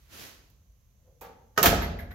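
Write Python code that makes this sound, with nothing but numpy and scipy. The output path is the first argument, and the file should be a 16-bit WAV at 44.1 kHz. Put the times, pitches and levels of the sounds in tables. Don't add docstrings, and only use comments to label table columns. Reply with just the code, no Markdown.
import sys
import numpy as np
from scipy import signal
from scipy.fft import rfft, irfft
from scipy.io import wavfile
from scipy.ndimage import uniform_filter1d

SR = 44100
rng = np.random.default_rng(int(sys.argv[2]) if len(sys.argv) > 2 else 0)


def nominal_scale(level):
    x = np.asarray(level, float) / 20
    return 10 ** x


def wav_out(sig):
    wavfile.write(sys.argv[1], SR, np.round(np.clip(np.atleast_2d(sig).T, -1, 1) * 32767).astype(np.int16))


N = 94682
TIME = np.arange(N) / SR
LEFT_RIGHT = np.array([[1], [-1]])


def read(table, hz):
    table = np.array(table, float)
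    return np.interp(np.log(np.maximum(hz, 1)), np.log(table[:, 0]), table[:, 1])


def unit(x):
    return x / np.sqrt(np.mean(x ** 2))


def colour(x, table, size=4096):
    log_gain = read(table, np.fft.rfftfreq(size, 1 / SR)) * np.log(10) / 20
    cepstrum = irfft(log_gain)
    cepstrum[1:size // 2] *= 2
    cepstrum[size // 2 + 1:] = 0
    response = irfft(np.exp(rfft(cepstrum)))
    response = response / np.sqrt(np.sum(response ** 2))
    return signal.fftconvolve(x, response[None], axes=1)[:, :N]


def lean(x, table):
    half_db = read(table, np.fft.rfftfreq(N, 1 / SR)) / 2
    return irfft(rfft(x) * nominal_scale(half_db * LEFT_RIGHT), N)


# f/Hz, coherence (0-1)
ROOM_LIKE = [(50, 0.97), (150, 0.83), (300, 0.94), (600, 0.56), (1200, 0.023), (4000, 0.0055)]


def pair(size):
    like = read(ROOM_LIKE, np.fft.rfftfreq(size, 1 / SR))
    mid, side = rfft(rng.standard_normal((2, size)))
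    return np.sqrt(1 + like) * mid + np.sqrt(1 - like) * side * LEFT_RIGHT


def ring(x, modes, wander=1):
    wander_share, wander_s = 0.03, 0.008
    start = np.argmax(np.abs(x[0]) > 1e-9)
    force = x[:1, start:]
    out = np.zeros((2, N))
    for (hz, db, t60), turn in zip(modes, rng.standard_normal(len(modes))):
        pole = np.exp(2j * np.pi * hz / SR - np.log(1000) / (max(t60, 0.01) * SR))
        drift = unit(uniform_filter1d(rng.standard_normal(N), int(wander_s * SR)))[start:]
        slip = 2 * np.pi * np.cumsum(drift * wander_share * wander * hz) / SR
        slip = slip - slip[np.argmax(np.abs(force))]
        swing = signal.lfilter([1], [1, -pole], force + 0j) * np.exp(1j * slip)
        lead = np.exp(1j * turn * (1 - read(ROOM_LIKE, hz)) * LEFT_RIGHT)
        out[:, start:] += nominal_scale(db) * np.imag(lead * swing)
    return out * 0.028


def grains(per_s, spread_db, alike):
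    clicks = (rng.random((3, N)) < per_s / SR) * rng.standard_normal((3, N))
    clicks = clicks * nominal_scale(spread_db * rng.exponential(size=(3, N)))
    return unit(np.sqrt(alike) * clicks[:1] + np.sqrt(1 - alike) * clicks[1:])


def chatter(hits, per_s, rise_s):
    shape = np.zeros(N)
    for at, db, t60 in hits:
        age = np.maximum(TIME - at, 0)
        decay = nominal_scale(db - 60 * age / max(t60, 0.005))
        shape += decay * (1 - np.exp(-age / rise_s))
    return shape * grains(per_s, spread_db=0.8, alike=0.28)


def struck(hits, modes, clatter, clatter_db, per_s, rise_s):
    blows = chatter(hits, per_s, rise_s)
    return ring(blows, modes) + nominal_scale(clatter_db) * colour(blows, clatter)


def pushed(hits, modes, gain_db=0, wander=1):
    push = np.zeros(N)
    for at, db, length_s in hits:
        age = (TIME - at) / length_s
        push += nominal_scale(db) * age * np.exp(-age ** 2) / (length_s * SR)
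    return nominal_scale(gain_db + 27.5) * ring(push[None], modes, wander)


def noise_layer(table, db, mask):
    hz = np.fft.rfftfreq(N, 1 / SR)
    return nominal_scale(db) * unit(irfft(pair(N) * nominal_scale(read(table, hz)) * mask, N))


# f/Hz, level/dB per Hz
HUM = [(25, 3), (54, 5.5), (120, -3.5), (195, -14.5), (340, -31), (583, -26), (1000, -36)]
HISS = [(1000, 3), (2000, -30), (2500, -61), (4800, -23), (6040, 2), (8500, -10), (11800, -8.5),
        (16000, -12)]


def room_tone():
    hz = np.fft.rfftfreq(N, 1 / SR)
    hum = noise_layer(HUM, -57.5, (hz < 1000) & (hz > 20))
    return hum + noise_layer(HISS, -76, hz >= 1000)


# f/Hz, T60/s
ROOM_T60 = [(50, 0.05), (200, 1.0), (700, 0.86), (2000, 0.55), (5000, 0.62), (12000, 0.17)]


def room(x, size=65536):
    level_db, delay_s = -3, 0.006
    t = np.arange(size) / SR - delay_s
    hz = np.fft.rfftfreq(size, 1 / SR)
    noise = pair(size)
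    tail = 0
    for step in range(20):
        offset = 2 * np.log2(np.maximum(hz, 1) / 25) - step
        share = np.cos(np.pi / 2 * np.clip(offset, -1, 1)) ** 2
        t60 = read(ROOM_T60, 25 * 2 ** (step / 2))
        tail = tail + irfft(noise * share) * nominal_scale(-60 * t / t60) * (t > 0) / np.sqrt(t60 * SR / 7)
    return nominal_scale(level_db) * signal.fftconvolve(x.mean(0)[None], tail, axes=1)[:, :N]


def swayed_room(x):
    sway_turns, sway_s = 0.5, 0.0607
    drift = rng.standard_normal(N)
    for _ in range(2):
        drift = uniform_filter1d(drift, int(sway_s * SR))
    angle = 2 * np.pi * sway_turns * unit(drift)
    return np.cos(angle) * room(x) + np.sin(angle) * room(x)


# t/s, level/dB
SCUFF = [
    (0, -66),
    (.04, -66.5),
    (.085, -65),
    (0.132, -48.5),
    (.22, -44),
    (.27, -47),
    (.36, -59),
    (.42, -66.5),
    (.6, -77.5),
]
# f/Hz, level/dB per Hz
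SCUFF_COLOUR = [(100, -4), (250, -1), (800, -9.5), (1500, -6.5), (2700, -7), (6000, -10), (10000, -14),
                (16000, -21)]


def scuff():
    curve = np.array(SCUFF)
    press = nominal_scale(np.interp(TIME, curve[:, 0], curve[:, 1]))
    return colour(press * grains(per_s=14000, spread_db=0.6, alike=0.16), SCUFF_COLOUR)


# f/Hz, level/dB per Hz
SOFT_CLATTER = [(150, -23), (300, 5), (2000, -43)]
# t/s, level/dB, flurry T60/s
CREAK_HITS = [
    (.195, -61, 0.05),
    (.230, -49, 0.044),
    (.265, -46, .1),
]
# f/Hz, level/dB, T60/s
CREAK_MODES = [(160, -15, .06), (232, -18, 0.055), (260, -8, .06), (312, -12, .04), (473, -8, 0.047)]


def creak():
    return struck(CREAK_HITS, CREAK_MODES, SOFT_CLATTER, clatter_db=-25.0, per_s=1700, rise_s=0.0052)


# t/s, level/dB, flurry T60/s
TAP_HITS = [
    (1.01, -68, 0.38),
    (1.045, -66, 0.33),
    (1.062, -62, 0.3),
]
# f/Hz, level/dB, T60/s
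TAP_MODES = [(405, -3.5, 0.041), (500, 7.5, 0.086), (683, 0.5, 0.035), (860, -5, .04)]


def taps():
    return struck(TAP_HITS, TAP_MODES, SOFT_CLATTER, clatter_db=-22.0, per_s=3500, rise_s=0.011)


# t/s, level/dB, flurry T60/s
STAY_HITS = [
    (1.2125, -45, 0.34),
    (1.245, -59, 0.21),
]
# f/Hz, level/dB per Hz
STAY_CLATTER = [(200, -26.5), (330, -16.5), (650, -10.5), (900, -9.5), (1500, -13), (3000, -23.5),
                (8000, -34), (16000, -43)]


def stay_clatter():
    return colour(chatter(STAY_HITS, per_s=8800, rise_s=0.0065), STAY_CLATTER)


# t/s, level/dB, flurry T60/s
ROD_HITS = [
    (1.8175, -24.5, 0.146),
    (1.9865, -33.5, 0.14),
    (2.1065, -39.5, 0.13),
]
# f/Hz, level/dB, T60/s
ROD_MODES = [(1480, -4, 0.037), (1642, 3, 0.029), (1820, 7.5, 0.03), (2005, 5, 0.027), (2130, -3.5, 0.023),
             (2290, -4, .015), (3860, -4, .025)]
# f/Hz, level/dB per Hz
ROD_CLATTER = [(2500, -3), (7000, -21), (9000, -22.5), (10500, -13.5), (12000, -6.5), (13500, -21.5),
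               (16000, -25.5)]


def lock_rod():
    return struck(ROD_HITS, ROD_MODES, ROD_CLATTER, clatter_db=-11.5, per_s=12000, rise_s=0.0031)


# t/s, level/dB, flurry T60/s
TICK_HITS = [
    (.5, -61.5, 0.045),
    (1.2105, -47, 0.13),
    (1.5765, -32, 0.042),
    (1.6287, -9.5, 0.029),
    (1.6576, -13, 0.022),
]
# f/Hz, level/dB per Hz
TICK_CLATTER = [(1500, -7), (4000, -7), (8000, -3), (10500, -6), (13000, -4.5), (16000, -2)]


def ticks():
    return colour(chatter(TICK_HITS, per_s=17000, rise_s=0.00027), TICK_CLATTER)


# t/s, level/dB, flurry T60/s
LATCH_HITS = [
    (1.552, -70, 0.27),
    (1.561, -51.5, 0.19),
    (1.569, -52, 0.055),
    (1.5752, -15.5, 0.077),
    (1.583, -23.5, 0.11),
]
# f/Hz, level/dB, T60/s
LATCH_MODES = [(290, -8, 0.047), (440.6, -3.5, 0.1), (586, 1, 0.025), (674, 3.5, 0.037), (852, 1, 0.031),
               (1276, 7.5, 0.03), (1566, 3.5, 0.023), (1830, 2.5, 0.019), (2280, -6.5, 0.012),
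               (2860, -6.5, 0.074)]
# f/Hz, level/dB per Hz
LATCH_CLATTER = [(100, -48), (250, 1), (700, -0.5), (1500, -2.5), (3000, -8), (6400, -7.5), (9000, -19),
                 (16000, -26.5)]


def latch():
    return struck(LATCH_HITS, LATCH_MODES, LATCH_CLATTER, clatter_db=-4.5, per_s=8000, rise_s=0.0015)


# t/s, level/dB, pulse length/s
SKIN_HITS = [
    (1.615, -26, 0.00052),
    (1.678, -21, 0.00105),
    (1.720, -21, 0.00048),
    (1.762, -25, 0.0013),
    (1.799, -28, 0.00065),
    (1.86, -34.5, 0.0012),
    (2.03, -43.5, 0.0015),
]
# f/Hz, level/dB, T60/s
SKIN_MODES = [(130, -16, 0.25), (150.8, -0.5, 0.31), (163.7, -14, 0.11), (175, 2.5, 0.34), (197.6, 0, 0.32),
              (213.5, -9.5, 0.34), (243, -6.5, 0.49), (310, -13, 0.165), (356, -10, 0.31)]


def door_skin():
    return pushed(SKIN_HITS, SKIN_MODES, gain_db=-0.5, wander=0.25)


# t/s, level/dB, pulse length/s
THUD_HITS = [
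    (1.592, -35.5, 0.007),
    (1.640, -24.5, 0.0069),
    (1.673, -17, 0.0037),
]
# f/Hz, level/dB, T60/s
BOOM_MODES = [(48.05, 3, 1.44), (55.2, 0, 1), (64.9, 2.5, 1.33), (73.7, -1.5, 1.5), (79.24, -2, 1.6),
              (86.3, -10, 1.3), (90.2, -7.5, 2.7), (106.2, -8, 2)]


def body_boom():
    return pushed(THUD_HITS, BOOM_MODES, gain_db=-4.5, wander=0)


# t/s, level/dB, flurry T60/s
SLAM_HITS = [
    (1.6287, -16, 0.029),
    (1.633, -19, 0.35),
    (1.6576, -15, 0.074),
    (1.664, -18, 0.037),
]
# f/Hz, level/dB, T60/s
PANEL_MODES = [(367, -13.5, 0.053), (455, 0, 0.056), (566, -2, 0.046), (696.5, -3, 0.12), (790, -7, 0.011),
               (847, -4, 0.035), (1186, -1, 0.018), (1298, -2, 0.034), (1569, -3.5, 0.0366),
               (1722, -1.5, 0.024), (1940, -12, 0.016), (2507, -9, 0.022)]
# f/Hz, level/dB per Hz
SLAM_CLATTER = [(120, -5), (250, -5.5), (760, -0.5), (1700, -5.5), (3500, -5.5), (7000, -13),
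                (10000, -15.5), (16000, -20)]


def slam():
    return struck(SLAM_HITS, PANEL_MODES, SLAM_CLATTER, clatter_db=-0.5, per_s=15000, rise_s=0.00076)


# t/s, level/dB, pulse length/s
STAY_KNOCKS = [
    (1.2145, -38.5, 0.0001),
    (1.221, -41, 0.00033),
    (1.234, -44, 0.00023),
    (1.249, -41.5, 0.00021),
    (1.268, -40.5, 0.00042),
    (1.280, -57, 0.00022),
    (1.296, -42.5, 0.00049),
    (1.312, -50.5, 0.00026),
    (1.33, -56.5, 0.00017),
    (1.355, -55.5, .0004),
]
LATCH_KNOCKS = [
    (1.5782, -12.5, 0.000085),
    (1.5915, -19.5, 0.00026),
    (1.601, -25, 0.00029),
    (1.6172, -25.5, 0.00022),
]
SLAM_KNOCKS = [
    (1.6345, -25.5, 0.00025),
    (1.643, -12.5, 0.00025),
    (1.6485, -17.5, 0.00029),
    (1.6592, -3.5, 0.000062),
    (1.6695, -11.5, 0.00011),
    (1.728, -14, .0003),
    (1.737, -23.5, 0.00021),
]
# f/Hz, level/dB, T60/s
STAY_MODES = [(467, -2, 0.103), (498, 4.5, 0.068), (398, -3, 0.038), (790, -1, 0.11), (863, 4, 0.077),
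              (1150, -8, 0.086), (1280, -6, 0.079), (2387, -5.5, .06), (240.6, -8.5, 0.4),
              (171.3, -8, 0.26)]


def sharp_knocks():
    stay_knocks = pushed(STAY_KNOCKS, STAY_MODES, wander=0.55)
    latch_knocks = pushed(LATCH_KNOCKS, LATCH_MODES)
    slam_knocks = pushed(SLAM_KNOCKS, PANEL_MODES)
    return stay_knocks + latch_knocks + slam_knocks


# f/Hz, left minus right level/dB
DOOR_BALANCE = [(100, -1), (1000, 0.5), (4000, -0.5), (8000, -6.5), (11000, 5.5), (13000, -13), (16000, 5)]


def door():
    parts = sharp_knocks() + taps() + stay_clatter() + creak() + latch() + slam() + ticks() + lock_rod()
    return lean(parts, DOOR_BALANCE)


def scene():
    near = door() + scuff()
    boom = body_boom()
    skin = door_skin()
    near_room = swayed_room(near)
    low_room = room(nominal_scale(-7) * boom + nominal_scale(-2) * skin)
    return near + boom + skin + near_room + low_room + room_tone()


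def low_pass(x):
    return signal.sosfilt(signal.butter(12, 17010, fs=SR, output="sos"), x)


# f/Hz, left minus right level/dB
PORT_BALANCE = [(100, 0), (3000, -1.5), (8000, -6), (13000, -6), (16000, -9.5)]
# f/Hz, level/dB
MIC_COLOUR = [(3000, 0), (4900, -0.5), (6300, 0.5), (7300, -2.5), (8500, -8.5), (10500, -0.5), (12800, 6),
              (16000, 1)]


def record(dry):
    ceiling, bass_cut_hz, top_cut_hz, fade_s = 1.1, 41, 15800, 0.0013
    x = colour(lean(dry, PORT_BALANCE), MIC_COLOUR)
    x = ceiling * np.tanh(x / ceiling)
    x = signal.sosfilt(signal.butter(6, bass_cut_hz, "high", fs=SR, output="sos"), x)
    x = signal.sosfilt(signal.ellip(10, 0.3, 70, top_cut_hz, fs=SR, output="sos"), x)
    x = x * np.clip((N - np.arange(N)) / (fade_s * SR), 0, 1)
    return low_pass(x)


dry = scene()
out = record(dry)
wav_out(out)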